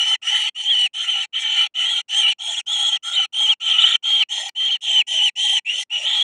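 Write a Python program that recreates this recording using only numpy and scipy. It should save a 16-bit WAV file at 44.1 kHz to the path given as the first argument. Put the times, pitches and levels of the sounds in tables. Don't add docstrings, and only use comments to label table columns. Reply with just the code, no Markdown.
import sys
import numpy as np
from scipy import signal
from scipy.fft import rfft, irfft
from scipy.io import wavfile
from scipy.ndimage import uniform_filter1d, map_coordinates

SR = 44100
rng = np.random.default_rng(int(sys.argv[2]) if len(sys.argv) > 2 else 0)


def digitize_waveform(pressure):
    field = np.atleast_2d(pressure).T
    bounded = np.clip(field, -1, 1)
    quanta = np.round(bounded * 32767).astype(np.int16)
    wavfile.write(sys.argv[1], SR, quanta)


N = 274743

# centre_hz, width_hz (of one pass), relative_level_db
MOUTH_MODES = [(1964, 332, 7), (2328, 98, 9), (3100, 298, 11), (3380, 170, -0.5), (4250, 1100, 2)]


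def undb(db):
    return 10 ** (np.asarray(db) / 20)


def unit(x):
    return x / np.sqrt(np.mean(np.abs(x) ** 2))


def wander(count, hz):
    f = np.fft.rfftfreq(SR, 1 / SR)
    shape = np.exp(-(f / hz / 4) ** 2) / (1 + (f / hz) ** 2)
    return unit(irfft(rfft(rng.standard_normal(SR)) * shape, SR))[:count]


def high_pass(x, hz):
    return signal.sosfilt(signal.butter(4, hz, "high", fs=SR, output="sos"), x)


def add(out, sound, start_s):
    start = max(int(start_s * SR), 0)
    out[start:start + len(sound)] += sound[:N - start]


def rustle(birds, rustle_db=-61, floor_db=-91, corner_hz=200):
    effort = np.sqrt(np.abs(uniform_filter1d(birds ** 2, size=2000)))
    band = signal.butter(1, [corner_hz / 2, corner_hz * 2], "band", fs=SR, output="sos")
    noise = unit(signal.sosfilt(band, rng.standard_normal(N)))
    return noise * (undb(rustle_db) * effort + undb(floor_db))


def burrow(x, t60_s=0.058, wet_db=-33, count=4096):
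    decay = undb(-60 * np.arange(count) / SR / t60_s)
    tail = unit(rng.standard_normal(count) * decay) / np.sqrt(count)
    return x + undb(wet_db) * signal.fftconvolve(x, tail)[:N]


def walls(x, echo=0.53, nearest_s=0.000615, farthest_s=.004, sway_s=.00003, count=3):
    n, out = np.arange(len(x)), x
    for lag_s in rng.uniform(nearest_s, farthest_s, count):
        moving_lag_s = lag_s + sway_s * wander(len(x), 3.9)
        out = out + echo * map_coordinates(x, [n - SR * moving_lag_s], order=3)
    return out / np.sqrt(1 + count * echo ** 2)


def resonate(x, modes, lowest_hz=480):
    f = np.fft.rfftfreq(SR, 1 / SR) + 1e-3
    power = 0
    for hz, width_hz, db in modes:
        detuning = (f * f - hz * hz) / (f * width_hz)
        power = power + undb(db) ** 2 / (1 + detuning ** 2) ** 2
    radiation = 1 / np.sqrt(1 + (lowest_hz / f) ** 6)
    return irfft(rfft(x, SR) * np.sqrt(power) * radiation, SR)[:len(x)]


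def catch(gain_db, count=512):
    t = np.arange(count) / SR
    crack = resonate(rng.standard_normal(count), MOUTH_MODES) * np.exp(-t / .002)
    thud = .06 * np.exp(-t / .0006)
    return undb(gain_db) * (2 * crack + thud)


def gullet(length_s, hz, gain_db, width_hz=160):
    count = int(length_s * SR)
    noise = unit(resonate(rng.standard_normal(count), [(hz, width_hz, 0)]))
    return noise * np.hanning(count) * undb(gain_db)


def stretch(x, ratio):
    return map_coordinates(x, [np.cumsum(ratio)], order=3, mode="mirror")


def turbulence(flow, modes, shift, uneven_db=2.5, uneven_hz=7):
    count = len(flow)
    air = 0
    for mode in modes:
        gain = undb(uneven_db * wander(count, uneven_hz))
        air = air + gain * resonate(flow * rng.standard_normal(count), [mode])
    return unit(stretch(air, shift))


def throat_rasp(flow, lowest_db, second_db):
    # centre_hz, width_hz (of one pass)
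    throat_modes = [(825, 122), (1350, 103)]
    air = 0
    for mode, db in zip(throat_modes, (lowest_db, second_db)):
        shift = 1 + .025 * wander(len(flow), 9)
        air = air + turbulence(flow, [(*mode, 0)], shift) * undb(db)
    return air


def mouth_rasp(flow):
    return turbulence(flow, MOUTH_MODES, 1 + .014 * wander(len(flow), 9.0))


def beak_hiss(flow, hz):
    # centre_hz, width_hz (of one pass), relative_level_db
    beak_modes = [(5172, 290, 3.5), (5746, 250, -2.5), (7000, 610, -0.5), (7480, 500, 0), (8110, 300, -3),
                  (8686, 720, -2.5), (9690, 460, -9.5), (12800, 1300, -33)]
    return turbulence(flow, beak_modes, (hz / np.mean(hz)) ** .5, uneven_db=3.0, uneven_hz=9)


def thin_band(x, depth, centre_hz=4900, width_hz=500):
    f = np.fft.rfftfreq(SR, 1 / SR)
    band = np.exp(-((f - centre_hz) / width_hz) ** 4)
    return x - depth * irfft(rfft(x, SR) * band, SR)[:len(x)]


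def swell(since, left, attack_s, release_s):
    return np.clip(since / attack_s, 0, 1) * np.clip(left / release_s, 0, 1)


def wobble(t):
    # centre_s, length_s, pitch_bend_hz, whistle_change_db, hiss_change_db
    wobbles = [(0.049, 0.057, -44.5, -4.5, -1.5), (0.136, 0.048, 32, 4, 0.5), (0.292, 0.097, -16.5, 8.5, 7),
               (0.357, 0.0896, 45.5, 7.5, 2.5), (0.636, 0.075, -80.0, -9, 0.5), (0.706, 0.11, 191, 4.5, -4),
               (1.065, 0.055, -220.0, -4, -3.5), (1.091, 0.029, 79, 5, -5), (1.147, 0.16, -91.5, 3.0, -1.5),
               (1.414, 0.0767, 88, -9.5, 10), (1.606, 0.1256, -48, 6, 2.0), (1.817, 0.13, -190.0, 2.0, 2.5),
               (2.183, 0.0926, 100.0, 5, 5.5), (2.26, 0.09, -200.0, 4.5, -7),
               (2.495, 0.0334, 183, 1.0, -1.0), (2.554, 0.05, -350.0, -6.5, -1.5),
               (2.577, 0.05, 265.5, -0.5, -3.0), (2.729, 0.0407, 209, 1.0, 3.5),
               (2.913, 0.045, -300.0, -11, -2.5), (3.114, 0.0617, 68.5, -6.5, -2.5),
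               (3.187, 0.12, -160.0, 7.0, -6), (3.475, 0.0474, -160.0, -6.0, 2.5),
               (3.502, 0.0356, 184, 2, -4), (3.72, 0.029, 69.5, 4, -1.5), (3.765, 0.135, -240.0, 0, -3),
               (3.79, 0.024, 41, 6.5, -4), (3.845, 0.03, -200.0, 10.5, -6.5), (3.955, 0.022, 76, 12.5, -5),
               (4.186, 0.097, 20.5, -7, 0), (4.439, 0.053, -250, -3.5, -3),
               (4.698, 0.0452, -220, -3.5, -1.5), (5.211, 0.0958, -140.0, 0.5, -5),
               (5.937, 0.048, 22, 3.5, 4.5), (6.015, 0.11, -160, -12.5, 2)]
    centre_s, length_s, *changes = np.transpose(wobbles)
    position = (t - centre_s[:, None]) / length_s[:, None]
    bumps = np.cos(np.pi * np.clip(position, -.5, .5)) ** 2
    return np.array(changes) @ bumps


def second_voice(t):
    # start_s, end_s, pitch_hz
    screeches = [(3.128, 3.165, 3745), (3.795, 3.836, 3540), (3.864, 3.949, 3447), (6.062, 6.17, 3550)]
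    share, hz = np.zeros(len(t)), np.zeros(len(t))
    for start_s, end_s, pitch_hz in screeches:
        inside = (t > start_s) & (t < end_s)
        share += inside * np.abs(np.sin(np.pi * (t - start_s) / (end_s - start_s))) ** .5
        hz += inside * pitch_hz
    return share, hz


def phasor(hz, jitter_hz, quiver_hz):
    quivering_hz = hz + jitter_hz * wander(len(hz), quiver_hz)
    return np.exp(2j * np.pi * np.cumsum(quivering_hz) / SR)


def syrinx(hz, rough, chaos_hz=380, squeeze=0.024):
    count = len(hz)
    share = np.clip(1.15 * rough, .05, 1)
    chaos = (wander(count, chaos_hz) + 1j * wander(count, chaos_hz)) / np.sqrt(2)
    swing = np.sqrt(1 - share) + np.sqrt(share) * chaos
    swing = unit(swing / np.sqrt(1 + squeeze * np.abs(swing) ** 2))
    return swing * phasor(hz, jitter_hz=55.0, quiver_hz=155.6)


def puffs(swing, chop=0.51, rattle_db=2.0, rattle_hz=170):
    return np.maximum(1 + chop * swing.real, 0) * undb(rattle_db * wander(len(swing), rattle_hz))


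def call(start_s, end_s, pitch_hz, rise_hz, whistle_db, rise_db, roughness, air_db, air_rise_db, rasp_db,
         lowest_db, second_db, scoop_hz=400, fall_hz=900, hiss_trim_db=-3, rasp_trim_db=1.0, rough_rasp_db=9,
         throat_trim_db=-1, octave_db=-3.0):
    t = np.arange(int(start_s * SR), int(end_s * SR)) / SR
    count = len(t)
    since = t - t[0] + (start_s < .1)
    left = t[-1] - t + (end_s > N / SR - .1)

    along = np.linspace(-.5, .5, count)
    bend_hz, change_db, hiss_change_db = wobble(t)
    push_db = rise_db * along + change_db
    hz = pitch_hz + rise_hz * along + bend_hz + 22.35 * wander(count, 14.1)
    level_db = whistle_db + push_db - 13 * np.exp(-since / 0.029)
    hiss_db = air_db + air_rise_db * along + hiss_change_db - 2.5 * (2 * along) ** 2

    screech, high_hz = second_voice(t)
    closing = np.exp(-left / .01)
    rough = np.clip(roughness - 0.03 * push_db + .25 * screech + 0.48 * closing, 0, 1)
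    hz = hz + 130 * rough * wander(count, 29)
    stagger_db = 6.5 * rough * wander(count, 29)
    hz = hz - scoop_hz * np.exp(-since / .014) - fall_hz * np.exp(-left / 0.0099)

    swing = syrinx(hz, rough)
    high = phasor(high_hz, jitter_hz=166.0, quiver_hz=130.6)
    mix = .4 * screech
    voices = np.sqrt(1 - mix) * swing + np.sqrt(mix) * high
    whistle = np.sqrt(2) * voices.real * undb(level_db + stagger_db)
    doubled = (1 - screech) * swing ** 2 / np.abs(swing) + screech * high ** 2
    octave = unit(doubled.real) * undb(hiss_db + octave_db)

    flow = puffs(swing)
    hiss = beak_hiss(flow, hz) * undb(hiss_db + hiss_trim_db)
    narrow_db = 3.5 * along
    follow_db = 0.76 * level_db + (1 - 0.76) * hiss_db + rough_rasp_db * rough
    rasp = mouth_rasp(flow) * undb(follow_db + narrow_db + rasp_db + rasp_trim_db)
    throat_db = 0.39 * (level_db - whistle_db) + narrow_db + throat_trim_db
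    throat = throat_rasp(flow, lowest_db, second_db) * undb(throat_db)

    air = walls(high_pass(octave, 3500) + hiss + rasp) + throat
    air = air * swell(since, left, attack_s=0.007, release_s=0.011)
    air = air * undb(-15.5 * np.exp(-since / 0.017))
    whistle = high_pass(high_pass(whistle, 1900), 1900)
    whistle = whistle * swell(since, left, attack_s=0.02, release_s=0.025)

    depth = np.clip((level_db - hiss_db) / 16, .7, .97)
    voice = thin_band(whistle + air, depth)
    wide_depth = np.clip(-hiss_change_db / 9.5, 0, .9)
    return thin_band(voice, wide_depth, centre_hz=4920, width_hz=970)


def scene():
    # start_s, end_s, pitch_hz, pitch_rise_hz, whistle_db, whistle_rise_db, base roughness (0-1),
    # air_db (base of hiss and octave), air_rise_db, rasp_db (offset from the level it follows),
    # lowest_throat_db, second_throat_db (both before the throat trim)
    begging_calls = [(0.0, 0.164, 3015, 35, -17.5, -5, 0, -32, -1.0, -8.5, -41.5, -41),
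                     (0.215, 0.499, 2997, -33, -23, 6.5, 0.3, -36, 4, -7, -43.5, -44),
                     (0.545, 0.879, 3024, -190.0, -18.5, 10.5, 0, -38, 7.0, -11, -48.0, -54),
                     (0.931, 1.261, 3070, -190.0, -22, -3, 0.24, -37.5, 1.5, -10, -47, -44.5),
                     (1.324, 1.676, 3106, -160.0, -20.0, -0.5, 0.21, -41.5, 9.0, -9, -45.5, -43.5),
                     (1.739, 2.019, 3196, 100.0, -19.5, -3.5, 0.25, -38.0, 3.5, -13, -46.5, -43.5),
                     (2.08, 2.335, 3090, -63, -19.0, 8.0, 0.17, -34, 1.5, -7.5, -43, -46.5),
                     (2.382, 2.615, 3230, -58, -23.5, 7, 0.22, -36, 11.5, -12.5, -44.5, -50.5),
                     (2.659, 2.979, 3272, -57, -18, 3.5, 0.11, -34.0, -1, -13.5, -41.5, -43.5),
                     (3.024, 3.263, 3187, -180.0, -22, 4.0, 0.06, -35.0, 1.5, -9, -46.5, -37.5),
                     (3.323, 3.544, 3185, -150.0, -16, 9.0, 0.03, -36, 3, -14, -42.0, -45.5),
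                     (3.598, 3.97, 3108, 100.5, -17.0, -0.5, 0.31, -34.5, 6.5, -16, -46.0, -37.5),
                     (4.024, 4.24, 3180.0, -92, -14, 10.5, 0.06, -38, -4.5, -11.5, -43, -43),
                     (4.286, 4.502, 3210, 155.5, -22.5, -8, 0.36, -34, -1.5, -15, -41.5, -56),
                     (4.549, 4.773, 3166, -50.5, -18, -0.5, 0.05, -43.5, 2, -11, -48.5, -53),
                     (4.806, 5.026, 3132, -180.0, -18, 20, 0.23, -35, 3, -16.5, -45.0, -57.5),
                     (5.065, 5.301, 3072, -140.0, -17, 8.5, 0.12, -31.5, 5.5, -14, -43.5, -72),
                     (5.353, 5.599, 3126, 1, -17, 1.5, 0.15, -31.5, 2.5, -14, -42.5, -63),
                     (5.647, 5.84, 2985, 557, -20.5, -5, 0.28, -36.5, 14, -17, -53.5, -59.5),
                     (5.895, 6.234, 3133, 379.5, -18.5, 3.5, 0.17, -39, 8.5, -13, -44.0, -49.5)]
    # centre_s, length_s, pitch_hz, gain_db
    wide_gapes = [(2.497, .08, 680, -44.5), (3.145, .09, 620, -51), (3.408, .1, 690, -48.5),
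                  (4.41, .12, 650, -46), (4.916, .12, 690, -48), (5.153, .14, 660, -46.5),
                  (5.765, .12, 550, -54), (6.023, .16, 610, -45)]
    # start_s, gain_db
    throat_catches = [(4.225, -20.5), (4.236, -35), (4.493, -25.5), (5.297, -41)]
    birds = np.zeros(N)
    for row in begging_calls:
        add(birds, call(*row), row[0])
    for centre_s, length_s, hz, gain_db in wide_gapes:
        add(birds, gullet(length_s, hz, gain_db), centre_s - length_s / 2)
    birds = high_pass(birds, 330)
    for start_s, gain_db in throat_catches:
        add(birds, catch(gain_db), start_s)
    fade = np.minimum(np.arange(N)[::-1] / (.004 * SR), 1)
    return ((burrow(birds) + rustle(birds)) * fade)[None]


def record(dry, top_hz=15600):
    return signal.sosfilt(signal.ellip(8, .2, 70, top_hz, fs=SR, output="sos"), dry)


dry = scene()
out = record(dry)
digitize_waveform(out)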